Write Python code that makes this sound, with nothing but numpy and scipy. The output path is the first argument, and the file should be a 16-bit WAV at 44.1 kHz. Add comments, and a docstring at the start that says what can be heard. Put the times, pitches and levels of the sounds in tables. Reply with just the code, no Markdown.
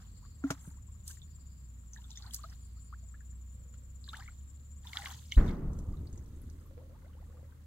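"""Hands and bare feet stir a shallow muddy pond at dusk: noise sloshes, rising tones bubble, droplets snap.
Short decaying tones and a rattle of noise make the knocks on a plastic bucket.
Crickets, built from short high tones, sing on the left until a far blast: one slow wave and rolling noise.
A distant engine, a few gliding sine waves, drones through its gears over rumble and hiss."""
import sys
import numpy as np
from scipy import signal
from scipy.fft import rfft, irfft, next_fast_len
from scipy.io import wavfile
from scipy.ndimage import uniform_filter1d, map_coordinates

SR = 44100
rng = np.random.default_rng(int(sys.argv[2]) if len(sys.argv) > 2 else 0)


def file_out(sig):
    """Save sig as 16-bit WAV at sys.argv[1]."""
    # one column per channel
    cols = np.atleast_2d(sig).T
    # limit, then scale
    lim = np.clip(cols, -1, 1)
    pcm = np.round(lim * 32767).astype(np.int16)
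    wavfile.write(sys.argv[1], SR, pcm)


N = 337806  # length of the scene in samples
BLAST_S = 5.365  # arrival of the blast


def amp(db):
    """Turns decibels into a gain."""
    return 10 ** (np.asarray(db) / 20)


def unit(x):
    """Scales x to an rms of 1."""
    return x / np.sqrt(np.mean(x ** 2) + 1e-20)


def along(points, hz):
    """Reads a curve of (Hz, value) points on a log frequency axis."""
    f, v = np.transpose(points)
    return np.interp(np.log(hz + 1), np.log(f + 1), v)


def curves(rows):
    """Gives one value per sample for each column after the time."""
    s, *cols = np.transpose(rows)
    return np.array([np.interp(np.arange(N) / SR, s, c) for c in cols])


def wobble(rate):
    """Draws a smooth random curve with rate knots a second."""
    knots = rng.standard_normal(int(N * rate / SR) + 4)
    return map_coordinates(knots, [np.arange(N) * rate / SR])


def filtered(x, response):
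    """Multiplies the spectrum of x by a response of frequency."""
    m = next_fast_len(N + SR // 2)
    return irfft(rfft(x, m) * response(np.fft.rfftfreq(m, 1 / SR)), m)[..., :N]


def rush(spectrum, alike):
    """Makes stereo noise of rms 1 with a given colour and left-right likeness."""
    def shape(hz):
        return amp(np.where(hz < spectrum[0][0], -120, along(spectrum, hz)))

    def mid_and_side(hz):
        turn = np.arccos(np.clip(along(alike, hz), -1, 1)) / 2
        return shape(hz) * [np.cos(turn), np.sin(turn)]

    mid, side = filtered(rng.standard_normal((2, N)), mid_and_side)
    return unit(np.array([mid + side, mid - side]))


def patchy(x, depth_db, bins, frames):
    """Breaks noise into blotches of random gain in time and frequency."""
    z = signal.stft(x, nperseg=128)[2]
    field = uniform_filter1d(rng.standard_normal(z.shape[1:]), size=bins, axis=0)
    field = uniform_filter1d(field, size=frames, axis=1)
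    return unit(signal.istft(z * amp(depth_db * unit(field)), nperseg=128)[1][:, :N])


def add(track, s, sound, pan_db=0):
    """Lays a short sound into a stereo track; a positive pan leans left."""
    part = track[:, round(s * SR):][:, :sound.shape[-1]]
    part += amp([[pan_db / 2], [-pan_db / 2]]) * sound[..., :part.shape[1]]


def spaced(x, lag_s):
    """Makes the left channel hear x later than the right by lag_s."""
    sides = np.array([[1], [-1]])
    return filtered(x, lambda hz: np.exp(-1j * np.pi * hz * lag_s * sides))


def engine():
    """A far exhaust: multiples of its firing rate, fluttering on their way through the air."""
    # The engine's course: (time [s], firing rate [Hz], level [dB], lope level [dB])
    engine_course = [(0, 88.3, -55.5, 4), (.3, 78.6, -56.5, 4), (.55, 62.4, -54, -34), (.9, 72.5, -49, -6),
                     (1.3, 75.05, -54.5, -5), (1.6, 61.2, -51, -25), (2.2, 59.1, -50, -17),
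                     (3, 60.14, -50, -29), (4, 64.03, -50, -36), (4.5, 68.8, -50.5, -31),
                     (5.05, 73.94, -53, -33), (6.2, 74.53, -50, -34), (6.7, 82.57, -55.5, -14),
                     (7.2, 76.36, -53.5, 0), (7.66, 77.2, -54, -18)]
    # Its tones: (multiple of the firing rate, level [dB])
    engine_orders = [(1, 1), (1.5, -11), (2, -20), (2.5, -28.5)]
    hz, db, lope_db = curves(engine_course)
    phase = 2 * np.pi * np.cumsum(hz) / SR
    total = np.zeros(N)
    for multiple, level in list(engine_orders) + [(0.62, lope_db)]:  # the lope runs below the firing rate
        flutter = amp(level + 1.5 * wobble(14))
        total = total + flutter * np.sin(multiple * phase + .3 * wobble(6))
    return np.sqrt(2) * amp(db) * total


def air():
    """Open air is coloured noise: far traffic rumble, a smooth hiss and a low drone that swells."""
    # Open air: (time [s], far rumble level [dB], hiss level [dB])
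    air_levels = [(0.0, -56, -71.5), (7.66, -56.5, -72)]
    # Colour of the rumble: (frequency [Hz], level [dB per Hz])
    rumble_colour = [(21, -32.5), (35, 5.5), (54, -10), (78, 2.5), (232, -12.5), (390, -28.5), (610, -32.5),
                     (1040, -51.5), (2500, -65), (3250, -104)]
    # Colour of the hiss: (frequency [Hz], level [dB per Hz])
    hiss_colour = [(350, -49), (600, -32), (778, -16.5), (1090, -8), (1580, -14), (5470, -22.5),
                   (6990, -22.5), (15600, -19)]
    # Likeness of left and right: (frequency [Hz], likeness [-1 to 1])
    air_likeness = [(60, 0.87), (130, 0.92), (290, 0.75), (640, 0.28), (1400, -0.42), (3000, -0.14)]
    # Faint low band: (time [s], level [dB])
    drone_levels = [(0, -83), (3.4, -107), (3.6, -72.5), (4.1, -88), (4.9, -85), (5.4, -78.5), (7.66, -78)]
    # Colour of that band: (frequency [Hz], level [dB per Hz])
    drone_colour = [(380, -40), (450, -0.5), (560, -3), (650, -14), (800, -120)]
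    rumble_db, hiss_db = curves(air_levels)
    rumble = amp(rumble_db) * patchy(rush(rumble_colour, air_likeness), 0.44, bins=1, frames=60)
    hiss = amp(hiss_db) * rush(hiss_colour, air_likeness)
    drone = amp(curves(drone_levels)[0]) * rush(drone_colour, air_likeness)
    return rumble + hiss + drone


def near_crickets():
    """Each chirp is a short high tone with a rough strength, as the wing's file scrapes unevenly."""
    # Crickets, two on a steady beat and one uneven: (pitch [Hz], chirps a phrase [count],
    # gap between chirps [s], level [dB], phrase starts [s])
    cricket_phrases = [(7150, 3, .051, -69.5, .1665 + .2163 * np.arange(25)),
                       (7140, 2, .052, -69, .014 + .2317 * np.arange(24)),
                       (7590, 2, .055, -70.5, [.118, .344, .59, .865, 1.11, 1.344, 1.59, 1.806, 2.063, 2.32, 2.585, 2.816, 3.056, 3.293, 3.538, 3.772, 4.012, 4.248, 4.49, 4.72, 4.96, 5.205])]
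    sag_hz_per_s, scatter_s = 2600, 0.0022  # fall of pitch within a chirp; unsteadiness of the beat
    hush_db_per_s = 150  # fading after the blast
    out, t = np.zeros((2, N)), np.arange(round(0.03 * SR)) / SR
    soft = np.sin(np.pi * t / t[-1]) ** .8
    for hz, count, gap, db, starts in cricket_phrases:
        sag = sag_hz_per_s * (3 if hz > 7400 else 1)  # the highest cricket sags most
        for s in [start + k * gap for start in starts for k in range(count)]:
            rasp = amp(3 * unit(uniform_filter1d(rng.standard_normal(len(t)), size=70)))
            cycles = (hz + sag * (t[-1] - t) / 2) * t * (1 + 0.0054 * rng.normal())
            stroke = soft * rasp * np.sin(2 * np.pi * cycles + rng.uniform(0, 3.3))
            late = abs(rng.normal(0, scatter_s)) - .004
            add(out, s + late, amp(db + rng.normal(0, 0.55)) * stroke, pan_db=21.5)
    out = out * amp(-hush_db_per_s * np.clip(np.arange(N) / SR - BLAST_S, 0, None))  # the blast hushes them
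    return out * amp(wobble(25) + 1.2 * wobble(3.04))  # their strength wavers


def far_crickets():
    """Many far crickets blur into one flickering band of noise."""
    # Far crickets together: (time [s], level [dB])
    chorus_levels = [(0, -71.5), (2, -72), (5.4, -70.5), (5.6, -99.5), (7.05, -95.5), (7.3, -78),
                     (7.66, -92)]
    colour = [(6300, -31), (6900, -4.5), (7150, 0.5), (7600, 0.0), (7900, -11.0), (8300, -47.0)]
    return amp(curves(chorus_levels)[0] + 1.3 * wobble(36)) * rush(colour, [(7000, 0.013)])


def trills():
    """Trilling insects: a high tone beats in pulses, and each pulse slides down in pitch."""
    # Trills: (start [s], end [s], start pitch [Hz], end pitch [Hz], slide [Hz], pulses [per s], level [dB])
    trill_rows = [(0, 0.46, 4490, 4550, 405, 63, -82), (1.148, 1.68, 4670, 4680, 408, 50, -84.5),
                  (2.491, 3.059, 4640, 4550, 395, 96, -84), (0.619, 0.718, 9400, 9240, 303, 65, -60),
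                  (2.607, 2.703, 9520, 9520, 446, 55, -62), (2.797, 2.907, 9100, 9470, 300, 49, -68),
                  (3.5, 3.557, 9030, 9530, 298, 61, -67)]
    # Single pips of the high insect: (time [s], pitch [Hz], level [dB])
    pip_rows = [(2.727, 9300, -65), (3.943, 9360, -72), (4.19, 9450, -66), (4.428, 9480, -69)]
    pip_s = 0.0166  # length of a pip, which is one pulse
    pips = [(s, s + pip_s, hz, hz, 300, 1 / pip_s, db) for s, hz, db in pip_rows]
    out = np.zeros((2, N))
    for start, end, hz0, hz1, width_hz, rate, db in list(trill_rows) + pips:
        t = np.arange(round((end - start) * SR)) / SR
        beat = t * rate % 1
        blur = 2.12 * (hz0 < 6000)  # the lower trill is far off and blurred
        hz = hz0 + (hz1 - hz0) * t / t[-1] + width_hz * (.5 - beat)
        jitter = unit(uniform_filter1d(rng.standard_normal((2, len(t))), size=60))
        hz = hz + (0.284 + 0.185 * blur) * width_hz * jitter
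        tone = np.sin(2 * np.pi * np.cumsum(hz, axis=1) / SR)
        pulses = blur + np.sin(np.pi * beat) ** 2
        swell = np.sin(np.pi * t / t[-1]) ** .5
        add(out, start, amp(db + 3.5 * wobble(39.0)[:len(t)]) * swell * pulses * tone)
    return out


def insects():
    """All insects: near crickets, the far chorus and the trills."""
    return near_crickets() + far_crickets() + trills()


def movement(calm_db):
    """Gives levels in dB of gurgle, slosh and spray: each movement swells, holds and settles."""
    # Hands and feet moving the water: (start [s], swell [s], hold [s], settling speed [factor],
    # gurgle level [dB], slosh level [dB], spray level [dB])
    water_moves = [(0, 0.0021, 0.0093, 1, -64.5, -70, -89), (0.42, 0.052, 0.044, 0.86, -59, -66.5, -70),
                   (0.55, 0.064, 0.072, 0.72, -76, -89, -65.5), (1.047, 0.035, 0.03, 1.5, -71.5, -63, -53),
                   (1.914, 0.025, 0.13, 1.01, -77.5, -75.5, -73),
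                   (2.076, 0.019, 0.083, 1.2, -82, -67.5, -89), (2.153, 0.11, 0.019, 1.4, -64, -68, -70),
                   (2.291, 0.041, 0.025, 1.1, -71, -66.5, -56), (2.371, 0.043, 0.1, 0.83, -72, -68.5, -73),
                   (4.007, 0.083, 0.039, 0.9, -90, -68, -69.5),
                   (4.083, 0.075, 0.048, 0.71, -63, -65.5, -78),
                   (4.82, 0.048, 0.026, 1.12, -67.5, -61, -65), (4.879, 0.082, 0.16, 1.14, -57, -55, -61.5),
                   (5.153, 0.013, 0.076, 1, -96, -66.5, -66), (5.281, 0.045, 0.047, 1, -76, -58, -65.5),
                   (5.44, 0.026, 0.026, 1.9, -80, -64.5, -70), (5.593, 0.16, 0.87, 0.85, -80, -84.5, -77),
                   (6.612, 0.38, 0.578, 1.01, -79, -104, -100)]
    # Settling before the speed factor: gurgle, slosh, spray [dB per s]
    settle_db_per_s = (213, 103, 199)
    swell_db = 18  # a movement swells through this range
    t, power = np.arange(N) / SR, amp(calm_db)[:, None] ** 2
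    for s, swell, hold, speed, *db in water_moves:
        rising = swell_db * np.clip(1 - (t - s) / max(swell, .002), 0, None)
        rising = rising + 200 * (t < s)  # silent before it starts
        falling = speed * np.outer(settle_db_per_s, np.clip(t - s - swell - hold, 0, None))
        power = power + amp(np.array(db)[:, None] - rising - falling) ** 2
    return 10 * np.log10(power)


def fizz(level_db, hz, octaves, cycles, count):
    """Scatters many tiny bubbles at random, each a short tone that rises and fades."""
    draw, k = rng.random((count, 4)), np.arange(900)
    start = (draw[:, :1] * (N - 900)).astype(int)
    step = hz * 2 ** (octaves * (2 * draw[:, 1:2] - 1)) / SR  # cycles per sample
    age = k * step / cycles
    size = amp(-2.4 * np.log(draw[:, 2:3]))  # a few are much stronger
    grain = size * age * np.exp(-4 * age) * np.sin(2 * np.pi * k * step * (1 + 0.134 * age))
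    pan = amp(1.1 * (draw[:, 3:] + 1.0))
    pair = [np.bincount((start + k).ravel(), (grain * g).ravel(), N) for g in (pan, 1 / pan)]
    return amp(level_db) * unit(np.array(pair))


def surface(x):
    """The bounce off the water surface cancels one band of a sound born there."""
    dip_hz, half_width_hz, share = 2530, 145, 0.91
    return filtered(x, lambda hz: 1 - share / (1 + ((hz - dip_hz) / half_width_hz) ** 2))


def placed(x):
    """The wader works left of centre at first, then a little to the right, heard as a tiny time lag."""
    turn_s, first_lag_s, later_lag_s = 2.8, -.00011, .00006
    early = np.arange(N) < turn_s * SR
    return spaced(x * early, first_lag_s) + spaced(x * ~early, later_lag_s)


def stirring():
    """Moving water: blotchy noise in three bands, with small bubbles and fine patter scattered over it."""
    # Colours of the three bands: (frequency [Hz], level [dB per Hz])
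    gurgle_colour = [(500, -10), (800, -12.5), (1300, 3.5), (2100, -0.5), (2600, -24), (3200, -41)]
    slosh_colour = [(2200, -11), (2700, -5.5), (3500, 0), (4300, 0.5), (5200, -6.5), (6500, -1),
                    (8000, -10.5)]
    spray_colour = [(6000, -2.5), (7500, 2.5), (10000, -9.5), (12000, -6.5), (15500, -14)]
    # The pond left alone: gurgle, slosh, spray level [dB]
    calm_levels = (-86.5, -81.5, -82)
    gurgle_db, slosh_db, spray_db = movement(calm_levels)
    gurgle = amp(gurgle_db) * patchy(rush(gurgle_colour, [(1000, 0.2)]), 7.1, bins=2, frames=6)
    slosh = amp(slosh_db) * patchy(rush(slosh_colour, [(1000, 0.15)]), 4.4, bins=9, frames=3)
    spray = amp(spray_db) * patchy(rush(spray_colour, [(1000, .2)]), 3.5, bins=10, frames=5)
    gurgle_db, slosh_db, spray_db = movement(np.full(3, -120))  # still water throws almost no grains
    small = fizz(gurgle_db - 1.5, 1080, 0.7, 22, count=2000)
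    small = small + fizz(slosh_db - 3, 4050, 0.65, 15, count=900)
    patter = fizz(spray_db - 8.0, 7040, 0.69, 23.0, count=350)
    patter = patter + fizz(slosh_db - 11, 3730, 0.75, 5.5, count=450)
    return gurgle + slosh + spray + placed(surface(small + patter))


def bubble(hz, life, rise, fade_db, bend, ripple_db):
    """One air pocket rings, its pitch climbing as it nears the surface, then it bursts."""
    age = np.linspace(0, 1, round(life * SR))
    swell = 0.47 / life / hz + 0.063 * rise  # share of life; a steep climb swells slowly
    shape = (1 - np.exp(-age / swell)) * amp(-fade_db * age / (1 + 0.14 * rise))
    shape = shape * np.sqrt(1 - age ** 4)  # the burst ends it
    ripple = unit(uniform_filter1d(rng.standard_normal((2, len(age))), size=130))
    pitch = hz * 2 ** (rise * age ** bend)  # a larger bend climbs later
    return shape * amp(ripple_db * ripple) * np.sin(2 * np.pi * np.cumsum(pitch) / SR)


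def bubbles():
    """Free bubbles live for a count of cycles; gulps of air from the mud dwell low, then swoop up."""
    # Free bubbles: (time [s], level [dB], start pitch [Hz], pitch rise [octaves])
    bubble_rows = [(0.224, -63, 920, 1.3), (0.251, -58, 1110, 0.15), (.643, -64.5, 900, 0.25),
                   (.712, -67, 900, 0.26), (.77, -67.5, 926, 0.65), (.885, -67, 1010, 0.22),
                   (.943, -70, 1060, .6), (1.104, -54, 1500, 0.4), (1.172, -61.5, 1830, 0.12),
                   (1.984, -58.5, 940, 0.088), (2.045, -64, 1400, .05), (2.198, -62, 1140, 0.1),
                   (2.212, -67, 826, .1), (2.242, -57, 1450, .1), (2.245, -56.5, 897, 1.31),
                   (2.387, -56.5, 1070, 0.48), (2.438, -39.5, 1200, 0.27), (2.441, -56.5, 646, 0.18),
                   (2.77, -65, 1186, 0.38), (2.926, -45, 1165, 0.67), (3.028, -67.5, 650, 0.064),
                   (3.138, -61, 1255, 0.73), (3.143, -52.5, 1655, 0.091), (3.74, -63.5, 1370, 0.2),
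                   (4.078, -54.5, 1650, 0.046), (4.084, -57, 1096, 0.085), (4.131, -37.5, 1244, 0.94),
                   (4.164, -54.5, 862, 0.12), (4.189, -56, 775, 0.059), (4.197, -52, 1186, 0.2),
                   (4.285, -51.5, 1350, 0.24), (4.845, -61.5, 1790, .05), (4.852, -53.5, 944, 0.22),
                   (4.983, -43, 1450, .15), (5.068, -47, 1540, 0.093), (5.628, -54, 1110, 0.11),
                   (5.937, -56.5, 1133, 0.23), (6.655, -64, 1056, 0.52), (6.68, -68, 1170, 0.041),
                   (6.8, -65.5, 867, 0.9), (6.94, -69, 1035, 0.68), (6.95, -65, 820, 0.66),
                   (7.03, -67, 950, 0.63), (7.165, -63, 806, 0.91), (7.095, -63.5, 1077, 0.26),
                   (7.128, -74, 1400, .6), (7.27, -68, 1191, 0.11), (7.3, -65, 1050, .5),
                   (7.33, -66, 740, 0.66), (7.37, -64, 1160, 0.12), (7.489, -64.5, 920, 0.38),
                   (7.523, -63, 1500, 0.19)]
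    # Air escaping from the mud round the foot: (time [s], level [dB], length [s], pitch rise [octaves])
    gulp_rows = [(6.706, -61, 0.048, 0.11), (6.768, -53.5, 0.065, 0.61), (6.825, -56, 0.054, 0.15),
                 (6.894, -59, 0.06, 0.56), (7.035, -61.5, 0.061, 1.5), (7.143, -65, 0.053, 0.22),
                 (7.194, -60, 0.052, 1.6), (7.285, -61, 0.0485, 0.36), (7.342, -63, 0.085, 0.069),
                 (7.377, -60.5, 0.039, 1), (7.426, -61, 0.052, 0.11)]
    out = np.zeros((2, N))
    for s, db, hz, rise in bubble_rows:
        life = (20 + 13 * rise) / hz  # counted in cycles of the start pitch
        sound = bubble(hz, life, rise, fade_db=14, bend=1.5, ripple_db=4.2)
        add(out, s, amp(db) * sound, pan_db=1.5)
    for s, db, life, rise in gulp_rows:
        hz = 515.6 * amp(0.37 * rng.normal())
        add(out, s, amp(db) * bubble(hz, life, rise, fade_db=14.5, bend=2.43, ripple_db=5.5))
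    return spaced(out, -0.000025)


def bucket():
    """Knocks ring the air column and the plastic wall as fading tones; the wire handle rattles as noise."""
    # Ringing tones: (pitch [Hz], time to fade by 60 dB [s], attack [s])
    bucket_modes = [(275.3, 0.077, 0.017), (150, 0.024, 0.013), (647, 0.044, 0.0071), (1380, 0.024, 0.0001)]
    # Blows: (time [s], level of each of the four tones in turn [dB], rattle level [dB])
    bucket_blows = [(0.4392, -9.5, -18, -36, -34, -57), (0.504, -21.5, -7, -27.5, -25.5, -30.5),
                    (.676, -41.5, -15, -78, -66, -62)]
    # Colour of the rattle: (frequency [Hz], level [dB per Hz])
    rattle_colour = [(300, -5.5), (1500, -8), (2600, -14.5), (4500, -17.5), (6500, -9.5), (9000, -19.5),
                     (15500, -29)]
    out, t = np.zeros((2, N)), np.arange(SR // 4) / SR
    for s, *mode_db, rattle_db in bucket_blows:
        ring = np.zeros(len(t))
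        for db, (hz, t60, attack) in zip(mode_db, bucket_modes):
            ring += amp(db - 60 * t / t60) * (1 - np.exp(-t / attack)) * np.sin(2 * np.pi * hz * t)
        noise = rush(rattle_colour, [(300, 0.73), (6000, 0.26)])[:, :len(t)]
        rattle = amp(rattle_db - 60 * t / 0.068) * (1 - np.exp(-t / 0.00088)) * noise
        add(out, s, ring + rattle)
    return spaced(out, -0.00015)


def drops():
    """A droplet is a short ping in a burst of noise gathered round the same pitch."""
    # Droplets snapping on the surface: (time [s], level [dB], centre [Hz], width [octaves])
    drop_rows = [(1.0773, -39, 7100, 0.93), (1.094, -48, 12500, 0.33), (1.111, -51, 6500, 0.54),
                 (1.217, -55, 3600, 0.15), (1.933, -47, 6370, 0.21), (1.961, -51, 1736, 0.17),
                 (1.973, -55, 3700, 0.3), (2.042, -56.5, 3510, 0.1), (2.105, -51, 5870, 0.48),
                 (2.114, -52, 3800, 0.22), (2.129, -60, 3670, 0.13), (2.155, -53, 3530, .2),
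                 (2.159, -53, 5304, 0.15), (2.172, -50.5, 3580, 0.16), (2.172, -57, 2010, .2),
                 (2.173, -44.5, 6400, 0.21), (2.2222, -46.5, 4260, 0.35), (2.263, -50, 4250, 0.16),
                 (2.33, -58, 3240, 0.54), (2.339, -45.5, 4400, .08), (2.3352, -40, 6600, 1.2),
                 (2.3443, -32.5, 12500, 0.31), (2.343, -35.5, 5960, 0.61), (2.362, -44, 6650, 0.62),
                 (2.433, -52, 4250, 0.19), (3.206, -57, 1657, 0.11), (3.739, -64.5, 2800, 1.4),
                 (4.04, -52, 4300, 0.24), (4.0641, -58, 4020, 0.25), (4.088, -46, 3760, 0.2),
                 (4.0922, -46.5, 3710, .15), (4.131, -49.5, 3060, 0.79), (4.152, -53, 2980, 0.38),
                 (4.167, -52, 3530, 0.23), (4.169, -50, 7660, .65), (4.223, -52, 1980, 0.22),
                 (4.2587, -61, 2007, 0.12), (4.277, -48, 2220, 0.27), (4.8703, -47, 3530, 0.11),
                 (4.931, -44.5, 3330, 0.99), (4.9316, -43, 2200, 0.13), (4.955, -44, 1400, 0.31),
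                 (4.9702, -20.5, 3580, 0.59), (4.9703, -30.5, 2170, 0.86), (4.989, -49.5, 803, 0.085),
                 (5.0195, -47, 2040, 0.15), (5.032, -55.5, 673, 0.58), (5.048, -49, 7450, .15),
                 (5.057, -34, 3080, 0.44), (5.0578, -31.5, 2070, 0.58), (5.066, -47, 1126, 0.23),
                 (5.2972, -68, 2270, 0.084), (5.3148, -47, 3560, 0.46), (5.3209, -24, 3120, 0.3),
                 (5.3212, -35.5, 2166, 0.18), (5.319, -44, 6100, 0.29), (5.346, -49, 3000, .15),
                 (5.356, -52, 3900, 0.32), (5.4788, -53, 3540, 0.26), (5.4866, -53, 3400, 0.43),
                 (5.4919, -48.5, 2170, 0.12), (5.7318, -58.5, 7100, .52), (5.7881, -54.5, 6650, 0.77),
                 (5.97, -65, 3840, 0.13), (6.071, -60, 4530, 0.24), (6.1277, -55.5, 7040, .3),
                 (6.157, -62, 7390, 0.17), (6.1754, -55, 6400, 0.27), (6.4157, -59.5, 11000, 0.19),
                 (6.498, -59, 6200, 0.87), (6.662, -62, 12610, 0.25), (7.133, -66, 2900, 0.18)]
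    ping_late_s = .001
    out, t = np.zeros((2, N)), np.arange(4096) / SR
    f = np.fft.rfftfreq(len(t), 1 / SR) + 1
    for s, db, hz, octaves in drop_rows:
        # high and hard drops fade sooner
        t60 = 0.1 * (2000 / hz) ** 0.068 * amp(-0.26 * max(db + 50, 0))
        band = 1 / (1 + (np.log2(f / hz) / octaves) ** 2) ** 2
        a, b = irfft(rfft(rng.standard_normal((2, len(t)))) * band)
        shape = (1 - np.exp(-t / 0.00067)) * amp(-60 * t / t60)
        shape = shape * (1 + 1.58 * np.exp(-((t - .002) / 0.0011) ** 2))  # the first contact stands out
        burst = unit(np.array([a + .5 * b, a - .5 * b]) * shape) * np.sqrt(np.mean(shape ** 2))
        age = np.clip(t - ping_late_s, 0, None) * hz  # in cycles
        ping = np.sin(2 * np.pi * age) * np.exp(-.8 * octaves * age) * (1 - np.exp(-age / 1.5))
        # heavy low drops ring clear, with less hiss round the ping
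        hiss_db = -5 - .8 * max(db + 40, 0) * (hz < 5000)
        add(out, s, amp(db) * (amp(hiss_db) * burst + ping / ping.max()), pan_db=0.5)
    return placed(surface(out))


def blast():
    """One slow pressure wave whose lowest part arrives last, then echoes that die band by band."""
    # Direct wave and its echo: (delay [s], level [dB])
    pressure_waves = [(0, -9.5), (0.046, -20.5)]
    # Echoes from the fields: (frequency [Hz], first level [dB], first time to fade by 60 dB [s],
    # late level [dB], late time to fade by 60 dB [s])
    field_echoes = [(20, 3, 0.99, -2.5, 2.74), (60.4, -11, 0.22, -10, 4.74), (155, -7.5, 0.96, -11, 1.63),
                    (292, -11, 0.97, -29, 5.36), (710, -31.5, 1, -42, 2.68),
                    (1270, -28.5, 0.41, -36.5, 1.8), (1990, -35, 0.73, -54, 0.91),
                    (2820, -50, 0.42, -52, 0.93), (4200, -70, 0.15, -73, 1.2)]
    out, t = np.zeros((2, N)), np.arange(SR // 5) / SR
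    cycles = 15 * t + 33 * np.minimum(t, .028)  # 48 Hz at first, then 15 Hz
    wave = (t / .0165) ** 2 * np.exp(2 - 2 * t / .0165) * np.sin(2 * np.pi * cycles)
    for delay, db in pressure_waves:
        add(out, BLAST_S + delay, amp(db) * wave)
    noise = patchy(rush([(15, 0)], [(100, 0.988), (300, 0.96), (1500, 0.4)]), 2.2, bins=2, frames=9)
    hz, t, z = signal.stft(noise[:, :3 * SR], SR, nperseg=1024)
    echo_columns = [along(np.array(field_echoes)[:, [0, k]], hz)[:, None] for k in range(1, 5)]
    first_db, first_t60, late_db, late_t60 = echo_columns
    fade = np.hypot(amp(first_db - 60 * t / first_t60), amp(late_db - 60 * t / late_t60))
    tail = signal.istft(z * fade, SR, nperseg=1024)[1]
    t = np.arange(tail.shape[1]) / SR
    add(out, BLAST_S + 0.00397, (1 - np.exp(-(t / 0.0062) ** 2)) * tail)
    return out


def scene():
    """Adds up all the sources."""
    return engine() + air() + insects() + stirring() + bubbles() + bucket() + drops() + blast()


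def record(dry):
    """Keeps nothing above a top frequency."""
    top_hz = 15790
    return filtered(dry, lambda hz: hz < top_hz)


dry = scene()
out = record(dry)
file_out(out)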